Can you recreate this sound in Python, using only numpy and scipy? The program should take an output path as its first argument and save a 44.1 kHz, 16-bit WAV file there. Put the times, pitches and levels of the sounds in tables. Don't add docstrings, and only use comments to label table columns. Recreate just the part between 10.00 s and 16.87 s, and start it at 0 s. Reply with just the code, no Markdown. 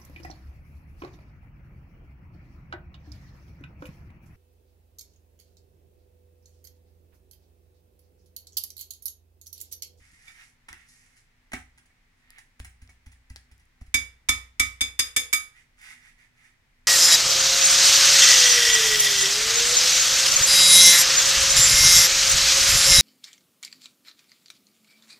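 import sys
import numpy as np
from scipy import signal
from scipy.fft import rfft, irfft, next_fast_len
from scipy.io import wavfile
from scipy.ndimage import map_coordinates

SR = 44100
rng = np.random.default_rng(int(sys.argv[2]) if len(sys.argv) > 2 else 0)


def dump_mix(stems):
    frames = np.atleast_2d(stems).T
    limited = np.clip(frames, -1, 1)
    pcm = np.round(limited * 32767).astype(np.int16)
    wavfile.write(sys.argv[1], SR, pcm)


N = 302967
TIME = np.arange(N) / SR
AGE = TIME[:2 ** 15]

# start in seconds, level of ring
# and thud in dB, delay of the other wires in seconds, dough left on the whisk (0-1), clash level in dB,
# then the relative level in dB of each of the five low rings.
RAPS = [(0.275, -34, 0.0042, 0.5, -59, 7, -9, 1.5, 2, 1),
        (3.9414, -1.5, 0.0019, .8, -19, 3, -16, -0.5, -2.5, -1),
        (4.2875, -2.5, 0.0033, 1, -16, 3, -2, -0.5, 3.5, -3),
        (4.596, -2.5, 0.0021, 0.95, -16.5, 3.5, -3, 1, -0.5, -11),
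        (4.8081, -4.5, 0.0038, .75, -22, 3, -13.5, -5, 6, 0),
        (4.9911, -3.5, 0.0027, 0.36, -17, 5, -10, -10.5, 2, 7.5),
        (5.163, -1.5, 0.0019, .25, -17.5, 8, -14, -8.5, 2, -2),
        (5.3282, -1, .0045, 0.042, -18, -2, -3.5, -1.5, -4, 0.5)]
# start in seconds, thud level in dB, share of the
# free ring time (0-1), smack going in in dB, time until pulled out in seconds, smack coming out in dB.
DABS = [(2.594, -35, 0.85, -45, 0.051, -42.5), (2.816, -41.5, 0.93, -54.5, .077, -54.5),
        (3.06, -40.5, 0.87, -55, 0.057, -55.5), (3.298, -36, 0.66, -52, .059, -54),
        (3.512, -48.5, 1, -58.5, 0.083, -64.5), (3.809, -34, 0.27, -57, 0.052, -61.5)]
# frequency in Hz, relative density in dB.
WET_COLOUR = [(2000, -18.5), (3500, -9.5), (4600, 1), (5700, 3.5), (7000, 2), (10000, 1), (12500, -11),
              (15500, -37)]


def undb(db):
    return 10 ** (np.asarray(db) / 20)


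def fade(t60_s):
    return np.exp(-np.log(1000) * AGE / t60_s)


def pan(db):
    return undb(np.array([[db], [-db]]) / 2)


def add(out, start_s, sound):
    i = max(int(start_s * SR), 0)
    out[:, i:i + sound.shape[-1]] += sound[..., :N - i]


def colour(x, points, tilt_db=0):
    size = next_fast_len(x.shape[-1], True)
    hz, db = np.transpose(points)
    octave = np.log2(np.maximum(np.fft.rfftfreq(size, 1 / SR), 1))
    spectrum_db = np.interp(octave, np.log2(hz), db)
    spectrum_db -= 12 * np.maximum(np.log2(hz[0]) - octave, 0)
    spectrum_db += tilt_db * np.maximum(octave - 12, -3)
    y = irfft(rfft(x, size) * undb(spectrum_db), size)[..., :x.shape[-1]]
    return y / np.sqrt(np.mean(y ** 2))


def noise(size, alike_hz=500):
    mid, side = rng.standard_normal((2, size))
    side = signal.sosfilt(signal.butter(1, alike_hz, "high", fs=SR, output="sos"), side)
    return np.array([mid + side, mid - side])


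def arrive(x):
    port_lag_s = 0.00018
    steps = np.arange(len(x))
    return np.array([x, map_coordinates(x, [steps - port_lag_s * SR])])


def grains(size, rate_hz, spread_db):
    chance = rng.random(size)
    strength = np.minimum(rng.exponential(size=size), 5)
    pops = (chance < rate_hz / SR) * undb(spread_db * strength)
    envelope = signal.lfilter([1], [1, -0.93], pops)
    return arrive(rng.standard_normal(size)) * envelope


def room(x, wet_db, t60_s, treble_t60_s):
    hiss = noise(len(AGE))
    low = signal.sosfilt(signal.butter(2, 2500, fs=SR, output="sos"), hiss)
    high = signal.sosfilt(signal.butter(2, 2500, "high", fs=SR, output="sos"), hiss)
    onset = np.clip(AGE / 0.0039 - 0.4, 0, 1)
    echo = (low * fade(t60_s) - high * fade(treble_t60_s)) * onset
    echo /= np.sqrt(np.sum(echo ** 2, axis=1, keepdims=True))
    return x + undb(wet_db) * signal.fftconvolve(x, echo, axes=1)[:, :N]


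def push(body, length_s):
    force = np.sin(np.pi * np.minimum(AGE / max(length_s, 3 / SR), 1)) ** 2
    return signal.fftconvolve(body, force / force.sum())[:len(AGE)]


def modes(table, share=1):
    return sum(undb(db) * fade(t60_s * share) * np.sin(2 * np.pi * hz * AGE) for hz, db, t60_s in table)


def between(clean, loaded, load):
    return clean + (loaded - clean) * load


def kitchen():
    # frequency in Hz, relative density in dB.
    air_colour = [(25, 6.5), (55, -8.5), (95, -6.5), (130, -7.5), (200, -16), (300, -21), (600, -26.5),
                  (900, -23.5), (1300, -25), (2050, -17), (2900, -27), (5600, -32.5), (10000, -40.5),
                  (15500, -49.5)]
    air = colour(noise(N), air_colour) * undb(-64.5)
    drone = colour(noise(N), [(220, -40), (247, 0), (277, -40)]) * undb(-78)
    return air + drone


def rubbing(rasp_gain, crackle_gain, rate_hz, spread_db):
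    # frequency in Hz, relative density in dB.
    rasp_colour = [(300, -63), (600, -29), (770, -4), (1020, -12), (1300, -0.5), (1550, 1), (1900, 11.5),
                   (2230, 7.5), (2800, -2), (3600, -5), (4500, -14.5), (8000, -24)]
    rasp = colour(grains(N, 7500, 2.7), rasp_colour) * pan(-6)
    crackle = colour(grains(N, rate_hz, spread_db), WET_COLOUR)
    return room(rasp * rasp_gain + crackle * crackle_gain, 0, 0.14, 0.24)


def strokes(rub_offset_db, wet_offset_db):
    # time in seconds,
    # rubbing in dB before rub_offset_db, wet crackle in dB before wet_offset_db.
    turns = [
        [(0.0, -68.5, -67), (0.168, -70.5, -66.5), (0.258, -63, -61), (0.286, -53, -59), (0.32, -66, -63),
         (0.414, -54.5, -60.5), (0.504, -79, -68), (0.55, -94, -100)],
        [(0.77, -63, -66), (0.856, -67.5, -72.5), (0.894, -79, -55), (0.902, -69.5, -61), (1.154, -74.5, -72),
         (1.17, -66, -61.5), (1.272, -99, -89), (1.28, -86, -93)],
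    ]
    lift = [(2.18, -83, -77), (2.3, -67.5, -97), (2.385, -60.5, -83)]
    rasp_gain, crackle_gain = np.zeros((2, N))
    for curve in [*turns, lift]:
        s, rasp_db, crackle_db = np.transpose(curve)
        gate = np.clip(np.minimum(TIME - s[0], s[-1] - TIME) / 0.02 + 1, 0, 1)
        rasp_gain += gate * undb(np.interp(TIME, s, rasp_db) + rub_offset_db)
        crackle_gain += gate * undb(np.interp(TIME, s, crackle_db) + wet_offset_db)
    return rubbing(rasp_gain, crackle_gain, rate_hz=4400, spread_db=4.0)


def thuds():
    # start in seconds, level in dB, push length in seconds,
    # share of the free ring time (0-1).
    other_pushes = [(.008, -51.5, 0.0064, 0.96), (0.13, -55, .0046, 0.43), (0.705, -51, .0048, 1),
                    (1.539, -40.5, 0.002, 1), (3.877, -41.5, .013, 0.48)]
    # frequency in Hz, level in dB, free t60 in seconds.
    table_modes = [(36, -28.5, 0.12), (61, -5, 0.61), (75.34, -7.5, 0.3), (88.5, -5, 0.32),
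                   (138, -16.5, 0.13), (158, -17.5, 0.44), (251.7, -4.5, 0.25), (287.3, 3.5, 0.095),
                   (404, -26, 0.03)]
    dab_lag_s, dab_push_s, rap_lag_s = 0.006, 0.0061, 0.0049
    out = np.zeros((2, N))
    for start_s, db, push_s, share in other_pushes:
        add(out, start_s, undb(db) * push(modes(table_modes, share), push_s))
    for start_s, db, share, *_ in DABS:
        add(out, start_s + dab_lag_s, undb(db) * push(modes(table_modes, share), dab_push_s))
    for start_s, db, _, load, *_ in RAPS:
        thud_db = between(-47, -28, load)
        push_s = between(0.0007, 0.0042, load)
        add(out, start_s + rap_lag_s, undb(db + thud_db) * push(modes(table_modes), push_s))
    return room(out, -10, 0.3, 0.3)


def flutter(rate_hz):
    steps = np.arange(1024)
    real, imaginary = rng.standard_normal((2, 2, len(steps)))
    swings = [np.interp(AGE * rate_hz, steps, port) for port in real + 1j * imaginary]
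    return np.sqrt(3 / 4) * np.array(swings)


def raps():
    # frequency in Hz, level in dB, t60 in seconds, left minus right in dB, blur (0-1).
    bowl_modes = [(482, -50, .4, 3, .4), (1260, -27, .33, -5, .08), (1780, -34, .2, -5, .85),
                  (2293, -12, .19, -11, .04), (2480, -28, .11, -6, .8), (3537, -18, .21, 2, .25),
                  (3690, -28, .2, 0, .7), (4950, -23, .2, 4, .55), (5090, -32, .2, 5, .3),
                  (6556, -22, .21, 8, .22), (6966, -34, .2, 0, .5), (7200, -34, .23, 0, .8),
                  (8280, -28, .18, 1, .6), (8408, -33, .17, 2, .5), (9300, -31, .15, 0, 1),
                  (10120, -30, .23, -10, .45), (12130, -32, .19, -5, .7), (14240, -35, .17, 1, .5)]
    low_rings_hz = [482, 1260, 2293, 3537, 4950]
    # frequency in Hz, relative density in dB.
    wire_colour = [(150, -19.5), (450, -26), (900, -9.5), (1500, -6.5), (2100, 2), (2900, -7.5), (3600, 0),
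                   (4250, -11.5), (5000, 0.5), (6000, -1), (7500, 1), (9500, -0.5), (11000, -5.5),
                   (13000, -6), (14800, -18), (15600, -29.5)]
    ring, clash = np.zeros((2, 2, N))
    ports = np.array([[1], [1j]])
    for start_s, db, lag_s, load, clash_db, *low_db in RAPS:
        bright_db = between(6, -9, load)
        first = np.clip(AGE / 0.0007, 0, 1)
        later = np.clip((AGE - lag_s) / 0.0016, 0, 1)
        contact = (first + later) / 2
        low_ring_db = dict(zip(low_rings_hz, low_db))
        for hz, mode_db, t60_s, pan_db, blur in bowl_modes:
            weight_db = low_ring_db.get(hz, bright_db * np.log2(max(hz / 5600, 1)))
            tone = contact * fade(t60_s) * np.exp(2j * np.pi * (hz * AGE + rng.random()))
            blurred = np.sqrt(1 - blur) * ports + np.sqrt(blur) * flutter(230 + 0.012 * hz)
            add(ring, start_s, undb(db + mode_db + weight_db) * pan(pan_db) * (tone * blurred).real)
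        burst = 0.87 * first * fade(0.046) + later * np.exp(-np.maximum(AGE - lag_s, 0) / 0.0082)
        rattle = colour(noise(len(AGE)), wire_colour, 0.1 * bright_db)
        add(clash, start_s, undb(clash_db) * burst * rattle)
    return room(ring, -15.0, 0.34, 0.25) + room(clash, -8, 0.4, 0.26)


def smack(db, tilt_db):
    # frequency in Hz, relative density in dB.
    dough_colour = [(150, -10.5), (340, -8.5), (520, -30), (800, 1), (1100, -8), (1950, 7.5), (2900, -5),
                    (4300, -11.5), (5600, -6.5), (7200, -8), (10000, -7), (13000, -27.5), (15500, -18.5)]
    swell_s = 0.0042 * undb(0.15 * (-50.5 - db))
    swell = AGE / swell_s * np.exp(1 - AGE / swell_s)
    cloud = grains(len(AGE), 9000, 2.5)
    return undb(db) * swell * colour(cloud, dough_colour, tilt_db)


def smacks():
    # start in seconds, level in dB, treble tilt in dB per octave.
    lone_smacks = [(.684, -40.5, -1), (.727, -44, -1.5), (1.517, -42.5, -1.5), (1.532, -27.5, -1),
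                   (1.776, -55, 1), (1.855, -65, 3), (2.381, -48, 1), (5.811, -58, 9)]
    # start in seconds, level in dB, treble tilt in dB per octave.
    wire_ticks = [(.729, -32, 0), (2.305, -33.5, 7), (2.601, -34, -18), (2.876, -46, -10), (3.302, -37, -8),
                  (3.3608, -28.5, -13), (3.367, -36, -10), (3.58, -52.5, 10), (3.655, -56, 8),
                  (3.821, -49.5, 3)]
    out, ticks = np.zeros((2, 2, N))
    for start_s, db, tilt_db in lone_smacks:
        add(out, start_s, smack(db, tilt_db))
    for start_s, _, _, in_db, stay_s, out_db in DABS:
        add(out, start_s, smack(in_db, tilt_db=1.5))
        add(out, start_s + stay_s, smack(out_db, tilt_db=2))
    for start_s, db, tilt_db in wire_ticks:
        tick = colour(arrive(rng.standard_normal(len(AGE))), WET_COLOUR, tilt_db)
        add(ticks, start_s, undb(db) * fade(0.0035) * tick)
    return room(out * pan(-3), -3, 0.28, 0.27) + room(ticks, -11, 0.28, 0.27)


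def knocks():
    # start in seconds, level in dB, push length in seconds.
    wall_knocks = [(.6865, -49.5, 0.00018), (1.5358, -26.5, 0.00056), (1.5442, -38.5, 0.00014),
                   (1.904, -58.5, 0.00046), (2.892, -52.5, .00018), (3.813, -46, 0.00078)]
    # frequency in Hz, level in dB, t60 in seconds.
    damped_modes = [(258, -13, .09), (310, -18, .07), (390, -16, .09), (740, -8, .035), (1270, -11, .04),
                    (1950, -3, .06), (2230, 1, .08), (3600, -13, .05), (5700, -11, .03)]
    out = np.zeros((2, N))
    for start_s, db, push_s in wall_knocks:
        add(out, start_s, undb(db) * push(modes(damped_modes), push_s))
    return room(out * pan(-4), -6, 0.3, 0.25)


def rustles():
    # start in seconds, time until release in seconds, level in dB at full swell.
    brushes = [(5.523, 0.044, -55), (5.763, .16, -51.5), (5.967, 0.12, -60), (6.163, 0.038, -56),
               (6.334, .06, -62.5), (6.403, 0.047, -58)]
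    attack_s, release_s = 0.082, 0.033
    strength = np.zeros(N)
    for start_s, length_s, db in brushes:
        attack = np.clip((TIME - start_s) / attack_s, 0, 1)
        release = np.exp(-np.maximum(TIME - start_s - length_s, 0) / release_s)
        strength += undb(db) * attack * release
    crackle_gain = undb(0.5) * strength ** 1.125
    return rubbing(strength, crackle_gain, rate_hz=7100, spread_db=4.5)


def scene():
    stirring = strokes(rub_offset_db=2.0, wet_offset_db=-2.0)
    return kitchen() + stirring + thuds() + raps() + smacks() + knocks() + rustles()


def record(dry):
    return signal.sosfilt(signal.ellip(8, 0.2, 70, 15800, fs=SR, output="sos"), dry)


dry = scene()
out = record(dry)
dump_mix(out)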